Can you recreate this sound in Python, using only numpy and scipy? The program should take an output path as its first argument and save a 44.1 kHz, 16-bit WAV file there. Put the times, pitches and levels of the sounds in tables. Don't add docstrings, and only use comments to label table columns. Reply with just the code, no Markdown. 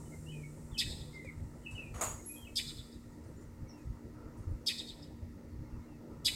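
import sys
import numpy as np
from scipy import signal
from scipy.fft import rfft, irfft, next_fast_len
from scipy.io import wavfile
from scipy.ndimage import uniform_filter1d, map_coordinates

SR = 44100
rng = np.random.default_rng(int(sys.argv[2]) if len(sys.argv) > 2 else 0)


def to_wav(sig):
    pcm = np.clip(np.atleast_2d(sig), -1, 1) * 32767
    pcm = np.round(pcm).astype(np.int16)
    wavfile.write(sys.argv[1], SR, pcm.T)


def gain_from_decibels(decibels):
    exponent = np.asarray(decibels, float) / 20
    return 10 ** exponent


N = 280379

# time_s, level_db
TRAFFIC_LEVEL = [(0, -59), (1.3, -60.5), (1.8, -59.5), (2.6, -62), (4.5, -59), (5.1, -61.5), (6.36, -58.5)]
# pitch_hz, level_db (per Hz)
TRAFFIC_COLOUR = [(100, -42), (170, -4.5), (204, -8), (225, -4), (245, -9.5), (260, -11), (303, -1.5),
                  (386, -9), (540, -12), (757, -23.5), (927, -15.5), (1080, -26), (1340, -20.5),
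                  (1570, -33.5), (1700, -32.5), (2210, -57.5), (3740, -120)]
# pitch_hz, level_db (per Hz)
HIGH_FLOOR_COLOUR = [(940, -32), (1600, -10.5), (1880, 2), (2410, -9.5), (2730, -8.5), (3150, -16),
                     (3240, -15), (4620, -10.5), (6210, -11), (8340, -14.5), (11300, -19), (14900, -15.5),
                     (15700, -16)]
# pitch_hz, width_hz, level_db (rms)
HUM = [
    (236.6, 8, -57.5),
    (297.8, 22, -63.5),
]
# time_s, boost_db
FAN_SURGES = [
    (3.79, 8.7),
    (4.19, 13.6),
]
# pitch_hz, level_db (per Hz)
WIND_COLOUR = [(8.8, -46), (15, -10.5), (40, -2.5), (87, 1), (157, -7.5), (168, -13.5), (203, -26.5),
               (220, -15.5), (290, -34.5), (480, -120)]
# start_s, length_s, level_db
GUSTS = [(0.06, 0.044, -50), (0.186, 0.038, -50), (0.715, 0.034, -46), (0.823, 0.095, -41.5),
         (0.99, 0.052, -43.5), (1.07, 0.032, -46), (1.255, 0.035, -46), (1.349, 0.17, -42.5),
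         (1.581, 0.03, -47), (1.701, 0.073, -39.5), (1.836, 0.028, -52), (1.898, 0.1, -41.5),
         (2.014, 0.15, -43), (2.434, 0.025, -54), (2.6, 0.12, -49.5), (2.75, 0.066, -45),
         (2.947, 0.039, -50), (3.04, 0.064, -49), (3.458, 0.077, -45.5), (3.574, 0.093, -44),
         (3.855, 0.1, -37.5), (4.034, 0.042, -44), (4.389, 0.032, -41), (4.456, 0.12, -35),
         (5.518, 0.04, -49), (5.567, 0.08, -41.5), (5.711, 0.097, -41.5), (6.152, 0.079, -48.5),
         (6.222, 0.068, -47)]

# time_s, level_db
IDLE_LEVEL = [(0, -51.5), (.2, -53), (.33, -44.5), (.8, -58), (1.09, -53.5), (1.5, -57), (2, -71.5),
              (6.36, -62)]
# time_s, level_db
LEAK_LEVEL = [(0, -62.5), (.4, -65), (.75, -67.5), (1.4, -72.5), (1.9, -70.5), (2.33, -61), (2.55, -70),
              (3.05, -75.5), (3.6, -81), (4.3, -94), (6.36, -92)]
# pitch_hz, level_db (per Hz)
LEAK_COLOUR = [(2350, -35), (4000, -11), (4780, -16), (5170, -6), (6580, -2), (7290, 3), (8080, 4),
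               (10800, -7), (15100, -14.5), (15700, -14)]
# start_s, level_db, fade_s (time to fall 60 dB)
PUFFS = [(1.247, -61, .06), (1.71, -60, 0.78), (2.25, -82, .9), (3.12, -73, 0.27), (3.24, -69.5, .6),
         (3.41, -71.5, .5), (3.775, -71.5, 1.4), (4.37, -69.5, 1.6), (6.1, -75, .5)]
# pitch_hz, level_db (per Hz)
PUFF_COLOUR = [(300, -120), (450, 3), (700, 1), (1500, 5), (3000, -10), (5000, -2), (7500, 1.5),
               (10000, -3.5), (13000, -16), (15700, -21)]
# start_s, level_db, pitch_hz, fade_s (time to fall 60 dB)
KNOCK = (1.247, -44, 520, 0.08)
# pitch_hz, level_db (per Hz)
VENT_CHEST = [(210, -33), (350, -16), (438, -2.5), (660, 0), (769, -6), (961, -2), (1380, -5.5),
              (1590, -12), (1970, -9.5), (5410, -25), (5800, -15.5), (7540, -44), (12800, -120)]
# pitch_hz, level_db (per Hz)
VENT_JET = [(3500, -27), (4800, -11), (5600, -32), (6600, 5), (8000, 3), (9000, -6), (11000, -6.5),
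            (12800, -21), (14500, -15), (15700, -18)]
# time_s, pitch_hz, level_db
SQUEAK = [(2.25, 11200, -90), (2.262, 11210, -53), (2.29, 11200, -50.5), (2.34, 11230, -53.5),
          (2.44, 11200, -76)]

# pitch_hz, fade_s (time to fall 60 dB)
STREET_FADE = [(1500, 0.46), (3500, 0.64), (6000, 0.62), (8000, 0.64), (11000, 0.73), (15000, 0.76)]
# delay_s, level_db, pitch_hz, width_hz
HOUSES = [(.042, -12, 4900, 1490), (.075, -19, 4000, 1500), (0.109, -11.5, 4380, 3000),
          (.116, -8, 3650, 900), (.2, -19, 4230, 1500), (.214, -12.5, 3540, 587), (.245, -33, 4250, 1200),
          (.356, -19.5, 5180, 500), (0.357, -26, 3900, 396)]
# pitch_hz, level_db
ECHO_COLOUR = [(1500, 3.5), (2600, -6), (3200, -7.5), (3600, -4), (4100, 3), (4700, -6), (5200, -6),
               (5900, -3.5), (8000, 4), (11000, -4.5), (15000, 5)]

# start_s, length_s, start_pitch_hz, end_pitch_hz, level_db (rms)
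SONG = [(0.111, 0.05, 2170, 2040, -62.5), (0.261, 0.07, 2710, 3150, -59.5), (0.317, .06, 2580, 2414, -58.5),
        (0.386, 0.053, 2420, 2275, -70), (0.432, .025, 2257, 2225, -55), (0.714, 0.038, 3600, 3220, -65),
        (0.744, 0.028, 3150, 2890, -52), (0.767, 0.071, 2600, 2556, -46.5), (0.863, 0.013, 1700, 1780, -56),
        (1.128, 0.14, 2137, 1978, -56), (1.242, 0.037, 2468, 2350, -63.5),
        (1.271, 0.038, 2320, 1953, -50.5), (1.633, 0.062, 3070, 2700, -56),
        (1.661, 0.043, 2650, 2604, -46.5), (1.746, 0.052, 3005, 2760, -53), (1.774, 0.052, 2626, 2660, -43),
        (1.81, .08, 2567, 2396, -55.5), (2.185, 0.018, 2110, 2130, -66), (2.279, 0.086, 2457, 2508, -57),
        (2.36, .04, 3270, 3240, -62), (2.406, 0.052, 3220, 3120, -61.5), (2.446, 0.017, 2750, 3000, -54.5),
        (2.465, 0.019, 2650, 2550, -56.5), (2.475, .016, 2320, 2230, -63)]
# start_s, length_s, start_pitch_hz, end_pitch_hz, level_db (rms)
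FAR_BIRDS = [(.054, 0.035, 3050, 2900, -76), (.97, 0.18, 509.5, 486.6, -64.5),
             (3.355, .06, 7150, 7000, -78), (3.657, .05, 2225, 2210, -71.5), (3.683, .03, 5950, 5250, -65),
             (3.728, 0.04, 2760, 2700, -73), (3.77, .05, 2650, 2430, -74), (5.63, 0.067, 2150, 2150, -74),
             (5.625, .08, 802, 906, -73), (5.718, .05, 2770, 2640, -77), (5.8, 0.059, 2220, 2120, -72),
             (5.874, .1, 2820, 2540, -76)]
# start_s, length_s, start_pitch_hz, end_pitch_hz, level_db (rms)
CHIPS = [(0.295, .055, 3210, 2900, -68), (3.679, .05, 5870, 5280, -69), (5.5, 0.052, 4600, 4500, -79.5),
         (5.798, .05, 3700, 4100, -81)]
FLUTTER = (0.39, .3, 0.74)

# start_s, peak_db, breath_hiss_db, length_stretch (ratio), house_echoes_db
SCOLDS = [
    (0.7766, -22, -0.5, 0.95, -5.5),
    (2.5539, -24, 1, 0.98, -1),
    (4.66, -22.5, -2, 0.96, 1.5),
    (6.2453, -18.5, 0.5, 0.92, -9.5),
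]
# pitch_hz, width_hz, level_db
BEAK_WIDE = [(4275, 400, -4), (4660, 400, 1), (5150, 780, -3)]
# pitch_hz, width_hz, level_db
BEAK_HALF = [(3090, 244, -7), (3280, 274, -1), (3540, 250, 2), (3785, 207, 2), (3930, 310, -2)]
# pitch_hz, width_hz, level_db
BEAK_SHUT = [(1983, 120, -4.5), (2320, 113, -5), (2580, 140, -2), (3000, 64, -1)]
# pitch_hz, width_hz, level_db
BREATH_HISS = [(6020, 330, -2), (7640, 1320, 0), (8560, 840, 2.5), (11250, 1100, -5), (14500, 1800, -17.5)]
# loudest_s (after onset), level_db, swell_db_per_s, fade_db_per_s
POSTURES = [
    (.015, -2.5, 700, 620),
    (0.026, -2.5, 435, 524),
    (0.0382, -8.5, 1500, 420),
    (0.025, -10.5, 330, 417),
]


def unit(x):
    return x / np.sqrt(np.mean(x ** 2) + 1e-20)


def along(points, hz):
    f, v = np.transpose(points)
    return np.interp(np.log(hz + 1), np.log(f + 1), v)


def curves(rows, off=None):
    s, *cols = np.transpose(rows)
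    return [np.interp(np.arange(N) / SR, s, c, left=off, right=off) for c in cols]


def wobble(rate, size=N):
    knots = rng.standard_normal(int(size * rate / SR) + 4)
    return map_coordinates(knots, [np.arange(size) * rate / SR])


def bell(s, width_s):
    return np.exp(-((np.arange(N) / SR - s) / width_s) ** 2)


def add(out, x, s):
    part = out[round(s * SR):][:len(x)]
    part += x[:len(part)]


def filtered(x, response):
    m = next_fast_len(len(x) + 8192)
    return irfft(rfft(x, m) * response(np.fft.rfftfreq(m, 1 / SR)), m)[:len(x)]


def resonances(modes):
    low = min(modes)[0]

    def response(f):
        edge = (f * f / (f * f - 0.63 * low * low - 1j * f * low)) ** 2
        total = 0
        for k, (centre, width, db) in enumerate(sorted(modes)):
            ring = 1j * f * width / (centre * centre - f * f + 1j * f * width)
            total = total + (-1) ** k * gain_from_decibels(db) * ring
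        return edge * total
    return response


def rush(spectrum, patchy_db):
    z = signal.stft(rng.standard_normal(N + 512), nperseg=512)[2]
    patches = uniform_filter1d(rng.standard_normal(z.shape), 6, 0)
    patches = unit(uniform_filter1d(patches, 12, 1))
    x = signal.istft(z * gain_from_decibels(patchy_db * patches), nperseg=512)[1][:N]
    return unit(filtered(x, lambda hz: gain_from_decibels(along(spectrum, hz))))


def husky(hz, db, width_hz):
    turn = 2 * np.pi * np.cumsum(hz) / SR
    return gain_from_decibels(db) * (wobble(width_hz) * np.sin(turn) + wobble(width_hz) * np.cos(turn))


def town():
    steady, wavering = (husky(np.full(N, hz), db, width_hz=width) for hz, width, db in HUM)
    pitch_hz, _, level_db = HUM[0]
    pure = gain_from_decibels(level_db + 2) * np.sin(2 * np.pi * pitch_hz * np.arange(N) / SR)
    surge_db = sum(db * bell(s, 0.056) for s, db in FAN_SURGES)
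    traffic = gain_from_decibels(curves(TRAFFIC_LEVEL)[0] + 4.0) * rush(TRAFFIC_COLOUR, patchy_db=2.5)
    high_floor = gain_from_decibels(-70.5) * rush(HIGH_FLOOR_COLOUR, patchy_db=0.84)
    return 0.24 * steady + pure + gain_from_decibels(surge_db) * wavering + traffic + high_floor


def wind():
    thumps = sum(gain_from_decibels(db - 3.0) * bell(s + length / 2, 0.38 * length) for s, length, db in GUSTS)
    breeze = gain_from_decibels(-54.5 + 2.5 * wobble(9))
    return (breeze + thumps) * unit(gain_from_decibels(1.34 * wobble(25)) * rush(WIND_COLOUR, patchy_db=0.83))


def engine_idle():
    turn = 2 * np.pi * np.cumsum(150 + 2.65 * wobble(6)) / SR
    return gain_from_decibels(curves(IDLE_LEVEL)[0]) * np.sqrt(2) * np.sin(turn)


def air_leak():
    return gain_from_decibels(curves(LEAK_LEVEL)[0] - 0.5) * rush(LEAK_COLOUR, patchy_db=0.5)


def valve_puffs():
    t = np.arange(N) / SR
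    puffing = sum((t > s) * gain_from_decibels(db - 60 * np.abs(t - s) / fade_s) for s, db, fade_s in PUFFS)
    return puffing * rush(PUFF_COLOUR, patchy_db=-4.0)


def chassis_knock():
    start_s, level_db, pitch_hz, fade_s = KNOCK
    after = np.maximum(np.arange(N) / SR - start_s, 0)
    return gain_from_decibels(level_db - 60 * after / fade_s) * np.sin(2 * np.pi * pitch_hz * after)


def brake_vent():
    crack_s, blow_s, snap_s = 1.937, 2.01, 0.0021
    t = np.arange(N) / SR
    since = np.maximum(t - blow_s, 0)
    crack = np.clip((t - crack_s) / (3 * snap_s), 0, 1) * (t < blow_s) * gain_from_decibels(-51.5)

    def blow(drain_share):
        return np.clip(since / snap_s, 0, 1) * gain_from_decibels(-35.5 - drain_share * 147 * since)

    chest = (crack + blow(1)) * gain_from_decibels(0.74 * wobble(160)) * rush(VENT_CHEST, patchy_db=1.5)
    jet = (gain_from_decibels(-6) * crack + gain_from_decibels(0.5) * blow(0.98)) * rush(VENT_JET, patchy_db=3.0)
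    valve_hz = 6700 + 1330 * np.exp(-since / 0.029)
    swell_db = 20 * np.log10(1 - np.exp(-since / 0.02) + 1e-4)
    valve_db = -36.5 - 127 * since + swell_db
    whistle = husky(valve_hz, valve_db, width_hz=260)
    overtone = husky(2 * valve_hz, 1.86 * valve_db + 25, width_hz=1300)
    return chest + jet + whistle + overtone


def brake_squeak():
    squeak_hz, squeak_db = curves(SQUEAK)[0], curves(SQUEAK, off=-120)[1]
    slip = np.clip((np.arange(N) / SR - 2.285) / 0.018, 0, 1)
    clear = (1 - 0.51 * slip) * gain_from_decibels(squeak_db + 8) * np.sin(2 * np.pi * np.cumsum(squeak_hz) / SR)
    rough = (0.19 + slip) * husky(squeak_hz + 40, squeak_db + 0.5, width_hz=330)
    scour = bell(2.36, 0.14) * husky(np.full(N, 13500), -69, width_hz=3600)
    return clear + rough + scour


def vehicle():
    running = engine_idle() + air_leak() + valve_puffs() + chassis_knock()
    return running + brake_vent() + brake_squeak()


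def tail(seconds, hasten):
    hz, t, z = signal.stft(rng.standard_normal(int(seconds * SR)), SR, nperseg=256)
    fade_s = along(STREET_FADE, hz)[:, None]
    h = signal.istft(z * gain_from_decibels(-60 * t * hasten / fade_s), SR, nperseg=256)[1]
    return h / np.linalg.norm(h)


def street(x, wet_db, fronts_db, hasten):
    room = np.pad(gain_from_decibels(wet_db) * tail(0.87, hasten), (int(.008 * SR), 0))
    t = np.arange(300) / SR
    for delay, db, hz, width in HOUSES:
        wall = 2 * np.pi * width / SR * np.exp(-np.pi * width * t) * np.cos(2 * np.pi * hz * t)
        wall += 0.037 * rng.standard_normal(len(t)) * gain_from_decibels(-60 * t / 0.01)
        add(room, gain_from_decibels(db + fronts_db) * wall, delay)
    wet = signal.fftconvolve(x, filtered(room, lambda hz: gain_from_decibels(along(ECHO_COLOUR, hz))))
    return wet + np.pad(x, (0, len(wet) - len(x)))


def whistles():
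    out = np.zeros(N)
    for notes, flutter in zip((SONG, FAR_BIRDS, CHIPS), FLUTTER):
        for s, length, from_hz, to_hz, db in notes:
            u = np.linspace(0, 1, int(length * SR))
            size = len(u)
            glide = from_hz + (to_hz - from_hz) * u
            pitch = glide * (1 + .09 * flutter ** 3 * wobble(417, size=size))
            swell = (1 - np.exp(-u / 0.17)) * (1 - u) ** 0.32
            swell *= 1 + 0.83 * flutter * (wobble(64.6, size=size) + wobble(238, size=size))
            add(out, 1.79 * gain_from_decibels(db) * swell * np.sin(2 * np.pi * np.cumsum(pitch) / SR), s)
    heard, size = np.zeros(N), round(1.6 * SR)
    for k in range(0, N, size):
        add(heard, street(out[k:k + size], wet_db=1.5, fronts_db=-4, hasten=2.4), k / SR)
    return heard


def jay():
    out, size = np.zeros(N), SR // 8
    t = np.arange(size) / SR
    wide = resonances(BEAK_WIDE)
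    throats = (lambda f: wide(f) ** 2, resonances(BEAK_HALF), resonances(BEAK_SHUT), resonances(BREATH_HISS))
    for start, db, hiss_db, stretch, echo_db in SCOLDS:
        u = t / stretch
        pulse_hz = 468 + 3.5 * (db + 22)
        bend = 1 - 0.4 * (t - .02) + .011 * wobble(145.0, size=size)
        turn = 2 * np.pi * np.cumsum(pulse_hz * bend) / SR
        pulses = sum(np.cos(k * turn + 0.286 * k * k) for k in range(4, 14))
        pulses = pulses * gain_from_decibels(1.2 * wobble(265, size=size))
        puffs = rng.standard_normal(size) * (1 + 0.28 * np.cos(turn))
        breath = np.clip(.2 + 35 * (t - .018), .12, .85)
        voice = np.sqrt(1 - breath) * 0.28 * unit(pulses) + np.sqrt(breath) * unit(puffs)
        effort = (1 - np.exp(-t / 0.002)) * gain_from_decibels(-3500 * np.maximum(u - 0.0633, 0))
        open_db = 3.5 + 0.23 * echo_db
        extras_db = (open_db, 0, 0, hiss_db)
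        sources = (voice, voice, voice, puffs)
        call = np.zeros(size)
        for throat, posture, extra_db, source in zip(throats, POSTURES, extras_db, sources):
            at, top_db, swell, fade = posture
            drive = effort * gain_from_decibels(top_db + extra_db + np.minimum(swell * (u - at), fade * (at - u)))
            sung = filtered(drive * source, throat)
            call += sung * np.linalg.norm(drive) / np.linalg.norm(sung)
        add(out, gain_from_decibels(db - 7.5) * street(call, wet_db=-6.0, fronts_db=echo_db, hasten=0.74), start)
    return out


def scene():
    return (town() + wind() + vehicle() + whistles() + jay())[None]


def low_pass(x):
    return signal.sosfilt(signal.butter(12, 15820, fs=SR, output="sos"), x)


def record(dry):
    return low_pass(dry)


dry = scene()
out = record(dry)
to_wav(out)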